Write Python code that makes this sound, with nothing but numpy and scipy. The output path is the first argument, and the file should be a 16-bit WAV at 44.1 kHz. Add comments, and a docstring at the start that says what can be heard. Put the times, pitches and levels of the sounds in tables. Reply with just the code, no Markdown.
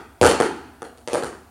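"""Two dancers in tap shoes step on a hard studio floor, a few metres from a phone lying at floor level. First
an earlier tap dies away in the bare room, over faint ventilation and a low hum that run throughout. At 0.2 s
comes a quick burst of taps, echoes and heavy thuds; each tap is a hollow knock of shoe on floor, a crack and a
short ring of the metal plate. A lone tap follows at 0.8 s, then a softer burst from 1 s. Every step bounces
between floor and ceiling and fades in the room."""
import sys
import numpy as np
from scipy import signal
from scipy.fft import rfft, irfft
from scipy.io import wavfile

SR = 44100
rng = np.random.default_rng(int(sys.argv[2]) if len(sys.argv) > 2 else 0)


def output_pcm(signal):
    """Save a mono or channel-first signal as 16-bit PCM at the path in sys.argv[1].

    Samples are clipped to [-1, 1] before scaling.
    """
    pcm = np.clip(np.atleast_2d(signal).T, -1, 1) * 32767
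    wavfile.write(sys.argv[1], SR, np.round(pcm).astype(np.int16))


N = 66150  # 1.5 s
LEAD_S, TAP_S, TAIL_S = .3, .1, .8  # head start before the scene, length of a step, length of the tail


def shoes(count=2):
    """Steps and their loudest echoes, a little different towards the phone and each pair of walls."""
    # taps of shoe on floor, and their loudest echoes from the ceiling:
    # (time [s], knock pitch [Hz], knock [dB], clack [dB], crack [dB], plate [dB])
    taps_and_echoes = [ (-.11, 437, -20, -20, -31.5, -39), (0.2135, 467, -9.5, -30, -22.5, -25.5),
                       (.2296, 487, -8.5, -12.5, -25, -24.5), (0.2473, 523, -11.5, -13.5, -21.5, -24),
                       (.2562, 560, -14.5, -21.5, -21.5, -30), (.2639, 556, -23, -16.5, -24.5, -20),
                       (0.291, 417, -17.5, -31, -53, -52), (.313, 480, -24, -21, -24, -38.5),
                       (.4019, 444, -11, -17.5, -37, -27.5), (0.4218, 560, -39, -22, -30, -46.5),
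                       (.8203, 483, -30.5, -32.5, -45, -44.5), (0.975, 420, -54, -69, -62, -55.5),
                       (0.982, 440, -47, -55, -58, -62), (1.0757, 550, -26.5, -33, -32.5, -39.5),
                       (1.0906, 510, -38, -36.5, -53, -48), (1.1319, 462, -19, -66, -31.5, -30.5),
                       (1.1469, 544, -18.5, -23.5, -34, -33.5), (1.2249, 426, -25, -30, -41, -47),
                       (1.2362, 460, -49, -30, -42.5, -35.5), (1.2443, 452, -30.5, -74, -53, -43),
                       (1.329, 417, -39, -40, -61, -67), (1.402, 400, -71, -61, -87, -77), ]
    # weight comes down on the floor: (time [s], level [dB])
    landings = [(.2135, -18.5), (.2245, -14.5), (.405, -46), (.822, -63), (1.146, -42), (1.233, -33)]
    direct, reverb = np.zeros((2, N + int(LEAD_S * SR)))
    bands, decays = room_bands()
    for table, source in (taps_and_echoes, tap), (landings, landing):
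        for start, *settings in table:
            add(direct, source(*settings), start)
            for _ in range(count):
                add(reverb, walls(source(*settings), bands, decays) / np.sqrt(count), start)
    return direct, reverb


def tap(pitch, knock_db, clack_db, crack_db, plate_db):
    """A tap or its echo: a sharp crack, the metal plate chattering, then sole, shoe and floor ringing."""
    # tones of shoe on floor: (multiple of the knock pitch, relative level [dB], fade time [s])
    knock_tones = [(0.702, -12, 0.033), (1.001, 11, 0.015), (1.55, -8, 0.031)]
    # tones of the sole: (pitch [Hz], relative level [dB], fade time [s])
    sole_tones = [(821, 0, 0.0088), (1189, -2, .009), (1525, -11.5, 0.012), (3025, -27, 0.021)]
    # tone colour of the contact noise: (frequency [Hz], relative level [dB])
    crack_colour = [(500, -22), (1800, 6.5), (3000, 6), (4500, -4), (6000, -3.5), (8000, -11.5),
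                    (10000, -17), (11500, -23), (16000, -33)]
    # where the metal plate rings strongly or weakly: (frequency [Hz], relative level [dB])
    plate_colour = [(2000, -13.5), (3500, -9.5), (4400, -5), (5300, -12.5), (6400, -9), (7400, -5),
                    (8200, -9.5), (9000, -2.5), (9600, -2.5), (10200, -9), (11000, -18), (16000, -36)]
    # the plate's clearest tone: (pitch [Hz], level against the crack [dB], fade time [s])
    clink_tone = [(4404, -10, 0.013)]
    t = np.arange(int(TAP_S * SR)) / SR
    knock = ring(t, knock_tones, pitch, scatter=.03) * rise(t, seconds=.0004)
    clack = ring(t, sole_tones, scatter=.095) * rise(t, seconds=.00046)
    grit = blow(chatter(t, fade_s=.018), db=-4.5)  # the surfaces are rough
    click = blow(signal.unit_impulse(len(t)), db=0)
    crack = colour(grit - click, crack_colour)
    plate_fade_s = .0061 + .043 * undb(knock_db)  # a heavier step keeps the plate chattering longer
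    plate = colour(chatter(t, plate_fade_s) * rise(t, seconds=.00014), plate_colour)
    bass_cut = signal.butter(2, 175, "highpass", fs=SR, output="sos")  # a shoe gives off little bass
    body = signal.sosfilt(bass_cut, blow(knock, knock_db) + blow(clack, clack_db))
    clink = blow(ring(t, clink_tone, scatter=.026), crack_db + clink_tone[0][1])
    return body + clink + blow(crack, crack_db) + blow(plate, plate_db)


def chatter(t, fade_s):
    """Metal chatters on the floor: a fading burst of noise with a faint, short rattle."""
    rattle = undb(-24) * fade(t, fade_s=.017)
    return rng.standard_normal(len(t)) * (fade(t, fade_s) + rattle)


def landing(db):
    """A dancer's weight comes down and the floorboards thud."""
    # tones of the floorboards: (pitch [Hz], relative level [dB], fade time [s])
    board_tones = [(75.5, -5.5, 0.15), (128, 7.5, 0.027), (184, 4.5, 0.03)]
    t = np.arange(int(TAP_S * SR)) / SR
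    return blow(ring(t, board_tones, scatter=.112) * rise(t, seconds=.00246), db)


def ring(t, tones, scale=1, scatter=.02):
    """A struck object rings with fading tones, tuned a little differently each time."""
    detune = 1 + scatter * rng.standard_normal(len(tones))
    return -sum(undb(db) * fade(t, fade_s) * np.cos(2 * np.pi * hz * scale * shift * t)
                for (hz, db, fade_s), shift in zip(tones, detune))


def flutter(x, distance_m=2.66, ceiling_m=2.41):
    """A strong echo from the ceiling, then weaker ones, each one more trip up and down."""
    # the later bounces: (level against the first echo [dB])
    bounce_db = [-10, -16.5, -20, -19]
    # tone colour of the ceiling echoes: (frequency [Hz], boost or cut [dB])
    ceiling_colour = [(80, -2), (500, .5), (1000, 0), (1600, 2.5), (2600, -4), (4500, -6), (7000, -2),
                      (9500, 0), (15000, -7)]
    echoes = np.zeros(len(x))
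    for trips, gain in enumerate(np.append(1, undb(bounce_db)), start=1):
        detour_m = np.hypot(distance_m, 2 * trips * ceiling_m) - distance_m
        lag = int(detour_m / 343 * SR)  # sound travels 343 m/s
        echoes[lag:] += gain * x[:-lag]
    return colour(echoes, ceiling_colour)


def walls(sound, bands, decays, patchy_db=8, patchy_s=.085):
    """Scattered wall echoes thicken into a smooth tail, different for each step."""
    size = decays.shape[1]
    t = np.arange(size) / SR
    start = rng.integers(bands.shape[1] - size)
    smooth = np.sum(bands[:, start:start + size] * decays, axis=0)
    jumps = np.repeat(rng.standard_normal(size // 20 + 1), 20)[:size]  # a new level every 20 samples
    patchy = smooth * undb(patchy_db * np.exp(-t / patchy_s) * jumps)
    return signal.fftconvolve(sound, patchy * np.linalg.norm(smooth) / np.linalg.norm(patchy))


def room_bands(count=18, delay_s=.009, build_s=.022):
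    """Noise split into bands from low to high, and how the room's tail swells and fades in each."""
    # the bare room's lingering sound: (frequency [Hz], level [dB], fade time [s])
    room_tail = [(59.5, -9, 1.95), (160, -1, 0.8), (270, 2, 1.09), (366, 2.5, 1.02), (460, -1.5, 0.44),
                 (610, 0.5, 0.4), (830, 0, 0.88), (1300, 1.5, 0.92), (2570, 2, 0.92), (4760, -1.5, 0.84),
                 (9900, 0.5, 0.62), (11400, -0.5, 0.2), (16000, -5, .5)]
    t = np.arange(int(TAIL_S * SR)) / SR
    log_hz = np.log(np.fft.rfftfreq(2 * N, 1 / SR) + 1)
    centres = np.geomspace(60, 16000, count)
    white = rfft(rng.standard_normal(2 * N))
    bands = np.array([irfft(white * np.interp(log_hz, np.log(centres), band)) for band in np.eye(count)])
    swell = np.clip((t - delay_s) / build_s, 0, 1)
    early = undb(7.5) * fade(t, fade_s=.32)
    late = fade(t, curve(centres, room_tail, column=2)[:, None])
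    decays = swell * (early + late)
    gains = undb(curve(centres, room_tail)) / np.linalg.norm(decays, axis=1)
    return bands, decays * gains[:, None]


def background(hum_width_hz=4):
    """Steady air noise from the ventilation, with a separate wavering low hum beside it."""
    # tone colour of the moving air and hiss: (frequency [Hz], relative level [dB])
    air_colour = [(20, -9), (45, 11.5), (72, 14.5), (110, 9), (180, -4), (245, 4.5), (330, -24), (700, 5),
                  (1500, -19), (3000, -19), (7000, -20), (9600, -14), (11500, -19.5), (16000, -20)]
    # narrow bands of noise that hum: (pitch [Hz], level [dB])
    hum_tones = [(72, -58), (240, -62)]
    hz = np.fft.rfftfreq(N, 1 / SR)
    noise = lambda gain: irfft(rfft(rng.standard_normal(N)) * gain, N)
    hum = sum(level(noise(1 / (1 + ((hz - pitch) / hum_width_hz) ** 2)), db) for pitch, db in hum_tones)
    air = level(noise(undb(curve(hz, air_colour))), db=-53)
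    return air + hum


def undb(db):
    """Turn decibels into a number to multiply by."""
    return 10 ** (np.asarray(db) / 20)


def rise(t, seconds):
    """Climb smoothly from 0 towards 1."""
    return 1 - np.exp(-t / seconds)


def fade(t, fade_s):
    """Die away, losing 60 dB in one fade time."""
    return np.exp(-np.log(1000) * t / fade_s)


def level(x, db):
    """Scale to an average (rms) level."""
    return x * undb(db) / np.sqrt(np.mean(x ** 2))


def blow(x, db):
    """Scale a short sound to the energy of a 6 ms burst at this level."""
    return x * undb(db) / np.sqrt(np.sum(x ** 2) / (.006 * SR))


def curve(hz, points, column=1):
    """Read between a table's rows, with octaves evenly spaced."""
    points = np.array(points)
    return np.interp(np.log(hz + 1), np.log(points[:, 0]), points[:, column])


def colour(x, points, size=4096):
    """Boost or cut frequencies by a (frequency [Hz], level [dB]) table."""
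    gains = undb(curve(np.fft.rfftfreq(size, 1 / SR), points))
    cepstrum = irfft(np.log(gains))
    # fold onto the first half, so the filter rings only after a sound
    cepstrum[1:size // 2] *= 2
    cepstrum[size // 2 + 1:] = 0
    return signal.fftconvolve(x, irfft(np.exp(rfft(cepstrum))))[:len(x)]


def add(track, sound, start):
    """Mix a sound into a track that begins a little early."""
    i = max(0, int((start + LEAD_S) * SR))
    track[i:i + len(sound)] += sound[:len(track) - i]


def scene():
    """Steps, ceiling echoes and the room's tail over the ventilation and a low hum."""
    direct, reverb = shoes()
    heard = direct + flutter(direct) + reverb
    return (heard[-N:] + background())[None]


def record(dry, drive=.95, low_cut_hz=59, top_hz=15950):
    """The phone rounds the loudest peaks and cuts the deep bass and the highest treble."""
    rounded = np.tanh(drive * dry) / drive
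    thin = signal.sosfilt(signal.butter(3, low_cut_hz, "highpass", fs=SR, output="sos"), rounded)
    return signal.sosfilt(signal.ellip(10, .2, 80, top_hz, fs=SR, output="sos"), thin)


dry = scene()
out = record(dry)
output_pcm(out)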